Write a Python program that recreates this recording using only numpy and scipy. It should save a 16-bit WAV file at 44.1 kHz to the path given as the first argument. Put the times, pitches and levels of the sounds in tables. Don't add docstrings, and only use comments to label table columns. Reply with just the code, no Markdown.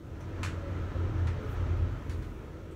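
import sys
import numpy as np
from scipy import signal
from scipy.fft import rfft, irfft
from scipy.io import wavfile
from scipy.ndimage import uniform_filter1d

SR = 44100
rng = np.random.default_rng(int(sys.argv[2]) if len(sys.argv) > 2 else 0)


def volts_from_decibels(level):
    exponent = np.asarray(level, float) / 20
    return 10 ** exponent


def wrap_up_sound(samples):
    columns = np.atleast_2d(samples).T
    tamed = np.clip(columns, -1, 1)
    steps = np.round(tamed * 32767).astype(np.int16)
    wavfile.write(sys.argv[1], SR, steps)


N = 121275


def evened(x):
    return x / np.sqrt(np.mean(x ** 2) + 1e-20)


def read(points, hz):
    f, value = np.transpose(points)
    return np.interp(np.log(hz + 1), np.log(f + 1), value)


def bell(x, centre, width):
    return np.exp(-.5 * ((x - centre) / width) ** 2)


def shaped(gain_db, size):
    a, b = rng.standard_normal(gain_db.shape[::-1] + (2,)).T
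    return signal.istft((a + 1j * b) * volts_from_decibels(gain_db), nperseg=size, noverlap=size * 3 // 4)[1]


def fuzz(turns, width_hz):
    a, b = rng.standard_normal((N + SR // 4, 2)).T
    pole = np.exp(-np.pi * abs(width_hz) / SR)
    slow = signal.lfilter([1], [1, -2 * pole, pole * pole], a + 1j * b)[-N:]
    return evened((slow * np.exp(2j * np.pi * turns)).real)


def engine():
    # t/s, level/dB, firing f/Hz
    boom = [(0, -62, 82.9), (.16, -47, 88.1), (.38, -46.5, 90.2), (.46, -32, 90.4), (.56, -40.5, 87.7),
            (.72, -37.5, 88.3), (.92, -36.5, 87.8), (1.02, -30.5, 86.9), (1.15, -30.5, 86),
            (1.36, -34.5, 85.3), (1.46, -41, 82), (1.58, -32.5, 86.75), (1.74, -25, 85.2),
            (1.821, -24.5, 84.85), (1.92, -32, 92.65), (1.959, -45, 92.2), (2.16, -36.5, 86.1),
            (2.3, -50.5, 79.9)]
    # multiple, level/dB, blur/Hz
    orders = [(.74, -12, 7.4), (1.011, -10, 20), (1.751, -27.5, 7.3)]
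    # t/s, depth/dB
    nulls = [(.67, -8), (.8, -10), (.94, -10), (1.1, -14), (1.68, -14), (1.775, -14), (1.87, -8)]
    null_s, blur_hz, blur_db, follow = .015, 14, -13, .4
    s, db, hz = np.transpose(boom)
    t = np.arange(N) / SR
    level, firing_hz = np.interp(t, s, db), np.interp(t, s, hz)
    turns = np.cumsum(firing_hz) / SR
    cancelled = sum(depth * bell(t, at, null_s) for at, depth in nulls)
    clean = np.sqrt(2) * np.sin(2 * np.pi * turns)
    out = volts_from_decibels(level + cancelled) * (clean + volts_from_decibels(blur_db) * fuzz(turns, blur_hz))
    loose = uniform_filter1d(level, SR // 4)
    loose = loose.mean() + follow * (loose - loose.mean())
    steady_turns = np.cumsum(uniform_filter1d(firing_hz, SR)) / SR
    return out + volts_from_decibels(loose) * sum(volts_from_decibels(d) * fuzz(k * steady_turns, w) for k, d, w in orders)


def second_vehicle():
    # t/s, level/dB, f/Hz
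    drone = [(0.0, -65, 45.2), (0.23, -50, 46.43), (0.73, -60, 45.16), (0.87, -57, 37.6),
             (1.09, -36.5, 36.93), (1.22, -48.5, 45.42), (1.33, -40, 43.5), (1.55, -47, 50.39),
             (1.92, -33, 47.08), (2.04, -54, 47.7), (2.18, -41, 42), (2.44, -51, 42), (2.57, -56, 48.3),
             (2.75, -79, 53)]
    # t/s, level/dB, f/Hz
    upper = [(0.0, -72, 122), (0.05, -49, 120), (0.4, -67, 123.8), (0.67, -43.5, 121.1), (0.9, -58, 115.2),
             (1.0, -39, 115.9), (1.45, -39, 116.8), (1.78, -37.5, 120.5), (1.85, -43, 115.8),
             (2.27, -42.5, 119.1), (2.34, -62, 121.8), (2.75, -49, 117.1)]
    # level/dB, blur/Hz
    blurs = [(-4, 8), (3, 18)]
    t, out = np.arange(N) / SR, np.zeros(N)
    for rows, (blur_db, blur_hz) in zip((drone, upper), blurs):
        s, db, hz = np.transpose(rows)
        turns = np.cumsum(np.interp(t, s, hz)) / SR
        level = np.interp(t, s, db) - 3 - max(blur_db, 0)
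        clean = np.sqrt(2) * np.sin(2 * np.pi * turns)
        out += volts_from_decibels(level) * (clean + volts_from_decibels(blur_db) * fuzz(turns, blur_hz))
    return out


def roar():
    # t/s, level/dB
    nearness = [(0.0, -67), (0.16, -60), (0.4, -55), (0.56, -55), (1.13, -53.5), (1.66, -53), (1.8, -54),
                (2.26, -60.5), (2.75, -62)]
    # f/Hz, density/dB per Hz
    body = [(18, -29), (35, -5.5), (120, -10.5), (200, -18.5), (520, -22), (790, -31.5), (1400, -30.5),
            (3500, -45)]
    # f/Hz, density/dB per Hz
    fizz = [(3500, 3.5), (4300, -1.5), (5000, -2.5), (6000, -3.5), (7500, -10), (8400, -14), (10000, -18.5),
            (11000, -19.5)]
    # f/Hz, share
    following = [(40, 1.6), (130, 0.73), (350, 0.47), (1200, 1.15), (6000, 0.68), (10000, 0.1)]
    # f/Hz, width/Hz, level/dB
    tread = [(1300, 76, 5), (956, 75, 3), (308, 19, 2)]
    level_db, patchy_db, surge_db = -39.5, 1.1, .3
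    frames, hz = N // 512 + 5, np.fft.rfftfreq(2048, 1 / SR)
    t = np.arange(frames) * 512 / SR
    near = np.interp(t, *np.transpose(nearness))
    patches = uniform_filter1d(rng.standard_normal((frames, len(hz))).T, 8, 0)
    patches = evened(uniform_filter1d(patches, 8, 1))
    surge = evened(uniform_filter1d(rng.standard_normal(frames), 6))
    colour = read(body, hz) + read(fizz, hz) - fizz[0][1]
    colour = colour + sum(db * bell(hz, f, w) for f, w, db in tread)
    field = colour[:, None] + read(following, hz)[:, None] * (near - near.max())
    field = field + patchy_db * patches + surge_db * surge
    return volts_from_decibels(level_db) * evened(shaped(field, size=2048)[:N])


def hum():
    # f/Hz, level/dB, waver/Hz
    tones = [(324.3, -49, 2.8), (1236, -63, 16)]
    clean_share = 0.65
    t, out = np.arange(N) / SR, np.zeros(N)
    for hz, db, waver_hz in tones:
        clean = np.cos(2 * np.pi * hz * t) * (waver_hz < 10)
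        out += volts_from_decibels(db) * (clean_share * clean + (1 - clean_share) * fuzz(hz * t, waver_hz))
    return out


def hiss():
    # f/Hz, density/dB per Hz
    noise_colour = [(300, -29), (3000, 9.5), (9000, -0.5), (10400, -10.5), (11500, 1), (15800, -1.5)]
    hz, t = np.fft.rfftfreq(256, 1 / SR)[:, None], np.arange(N // 64 + 5) * 64 / SR
    return volts_from_decibels(-78) * evened(shaped(read(noise_colour, hz) + 0 * t, size=256)[:N])


def knock(db, tilt, ring_hz, ring_db, share):
    # f/Hz, level/dB
    snap_colour = [(500, -37), (1000, 0), (2000, -1), (3700, -10), (4400, -10), (7400, -16.5),
                   (10000, -21.5), (15800, -34)]
    # f/Hz, decay time T60/s
    room = [(1000, 0.24), (3000, 0.28), (8000, 0.27), (15000, 0.16)]
    build_s, snap_db, ripple_db = 0.022, 10, .8
    flutter_s, flutter_db = .0115, -4
    hz, t = np.fft.rfftfreq(256, 1 / SR)[:, None], np.arange(300) * 64 / SR
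    colour = read(snap_colour, hz) + tilt * np.log2((hz + 50) / 3000)
    colour = colour + ring_db / (1 + ((hz - ring_hz) / (0.067 * ring_hz)) ** 2)
    colour = colour + ripple_db * evened(uniform_filter1d(rng.standard_normal(hz.shape), 2, 0))
    flutter = flutter_db * np.cos(2 * np.pi * (t - .003) / flutter_s) * (hz < 3000)
    decay = 60 * np.maximum(t / share - build_s, 0) / read(room, hz)
    sound = shaped(colour + flutter - decay, size=256)
    t = np.arange(len(sound)) / SR
    sound = sound / np.sqrt(np.mean(sound[:1300] ** 2))
    onset = np.minimum(t / .001, 1)
    return volts_from_decibels(db + snap_db * np.exp(-t / .003)) * onset * sound


def knocks():
    # t/s, level/dB, tilt/dB per octave, ring f/Hz, ring level/dB
    small = [
        (.206, -64.5, 4, 6000, 11),
        (1.271, -48, -2.5, 1800, 0),
        (1.769, -70, 2, 11900, 13),
        (2.711, -71, 8.5, 8200, 12),
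    ]
    # t/s, level/dB, tilt/dB per octave, ring f/Hz, ring level/dB
    large = [
        (.431, -39.5, -0.25, 7450, 4.5),
        (2.095, -52, 1.1, 4300, 2),
        (2.223, -56, -1, 1300, 11),
    ]
    out = np.zeros(N + SR)
    for rows, share in ((large, 1), (small, 0.74)):
        for s, *row in rows:
            sound = knock(*row, share)
            out[round(s * SR):][:len(sound)] += sound
    return out[:N]


def passers():
    # centre t/s, half length/s, start f/Hz, end f/Hz, level/dB
    brief = [(.4, .09, 258, 248, -52), (.72, .17, 560, 552, -56), (.97, .1, 535, 525, -55),
             (.98, .06, 255, 250, -51), (1.02, .08, 358, 352, -53), (1.45, .1, 432, 426, -52),
             (1.28, .07, 388, 386, -55), (1.75, .17, 358, 345, -52), (1.92, .08, 262, 255, -52),
             (2.2, .12, 64, 60, -46)]
    blur, blur_hz = 1.1, 7.9
    t, out = np.arange(N) / SR, np.zeros(N)
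    for s, half, from_hz, to_hz, db in brief:
        turns = np.cumsum(np.interp(t, [s - half, s + half], [from_hz, to_hz])) / SR
        tone = np.cos(2 * np.pi * turns) + blur * fuzz(turns, blur_hz)
        out += volts_from_decibels(db) * tone * np.exp(-.5 * ((t - s) / half) ** 4)
    return out


def rustles():
    centres = [1.522, 2.2, 1.5]
    # half length/s, level/dB, low edge f/Hz
    soft = [
        (0.024, -65, 12500),
        (0.19, -72.5, 5200),
        (0.066, -73, 4600),
    ]
    hz, frame_t = np.fft.rfftfreq(256, 1 / SR)[:, None], np.arange(N // 64 + 5) * 64 / SR
    t, out = np.arange(N) / SR, np.zeros(N)
    for s, (half, db, edge_hz) in zip(centres, soft):
        slope = 8 * np.log2(np.clip(hz / edge_hz, .02, 1))
        bright = evened(shaped(slope + 0 * frame_t, size=256)[:N])
        out += volts_from_decibels(db) * bright * bell(t, s, half)
    return out


def scene():
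    street = engine() + second_vehicle() + roar() + hum() + passers()
    indoors = hiss() + knocks() + rustles()
    return (street + indoors)[None]


def low_pass(x):
    return signal.sosfilt(signal.butter(12, 16050, fs=SR, output="sos"), x)


def record(dry):
    # f/Hz, width/Hz, depth/dB
    dips = [(185, 8.4, -2), (4970, 200, -4), (8550, 170, -2), (10500, 250, -2), (1144, 29, -2.5)]
    low_cut_hz, top_hz = 27, 15760
    hz = np.fft.rfftfreq(2 * N, 1 / SR)
    gain = volts_from_decibels(sum(db * bell(hz, f, w) for f, w, db in dips))
    gain = gain / np.sqrt(1 + (low_cut_hz / (hz + 1)) ** 16) * (hz < top_hz)
    mix = irfft(rfft(dry, 2 * N) * gain)[:, :N]
    return low_pass(mix)


dry = scene()
out = record(dry)
wrap_up_sound(out)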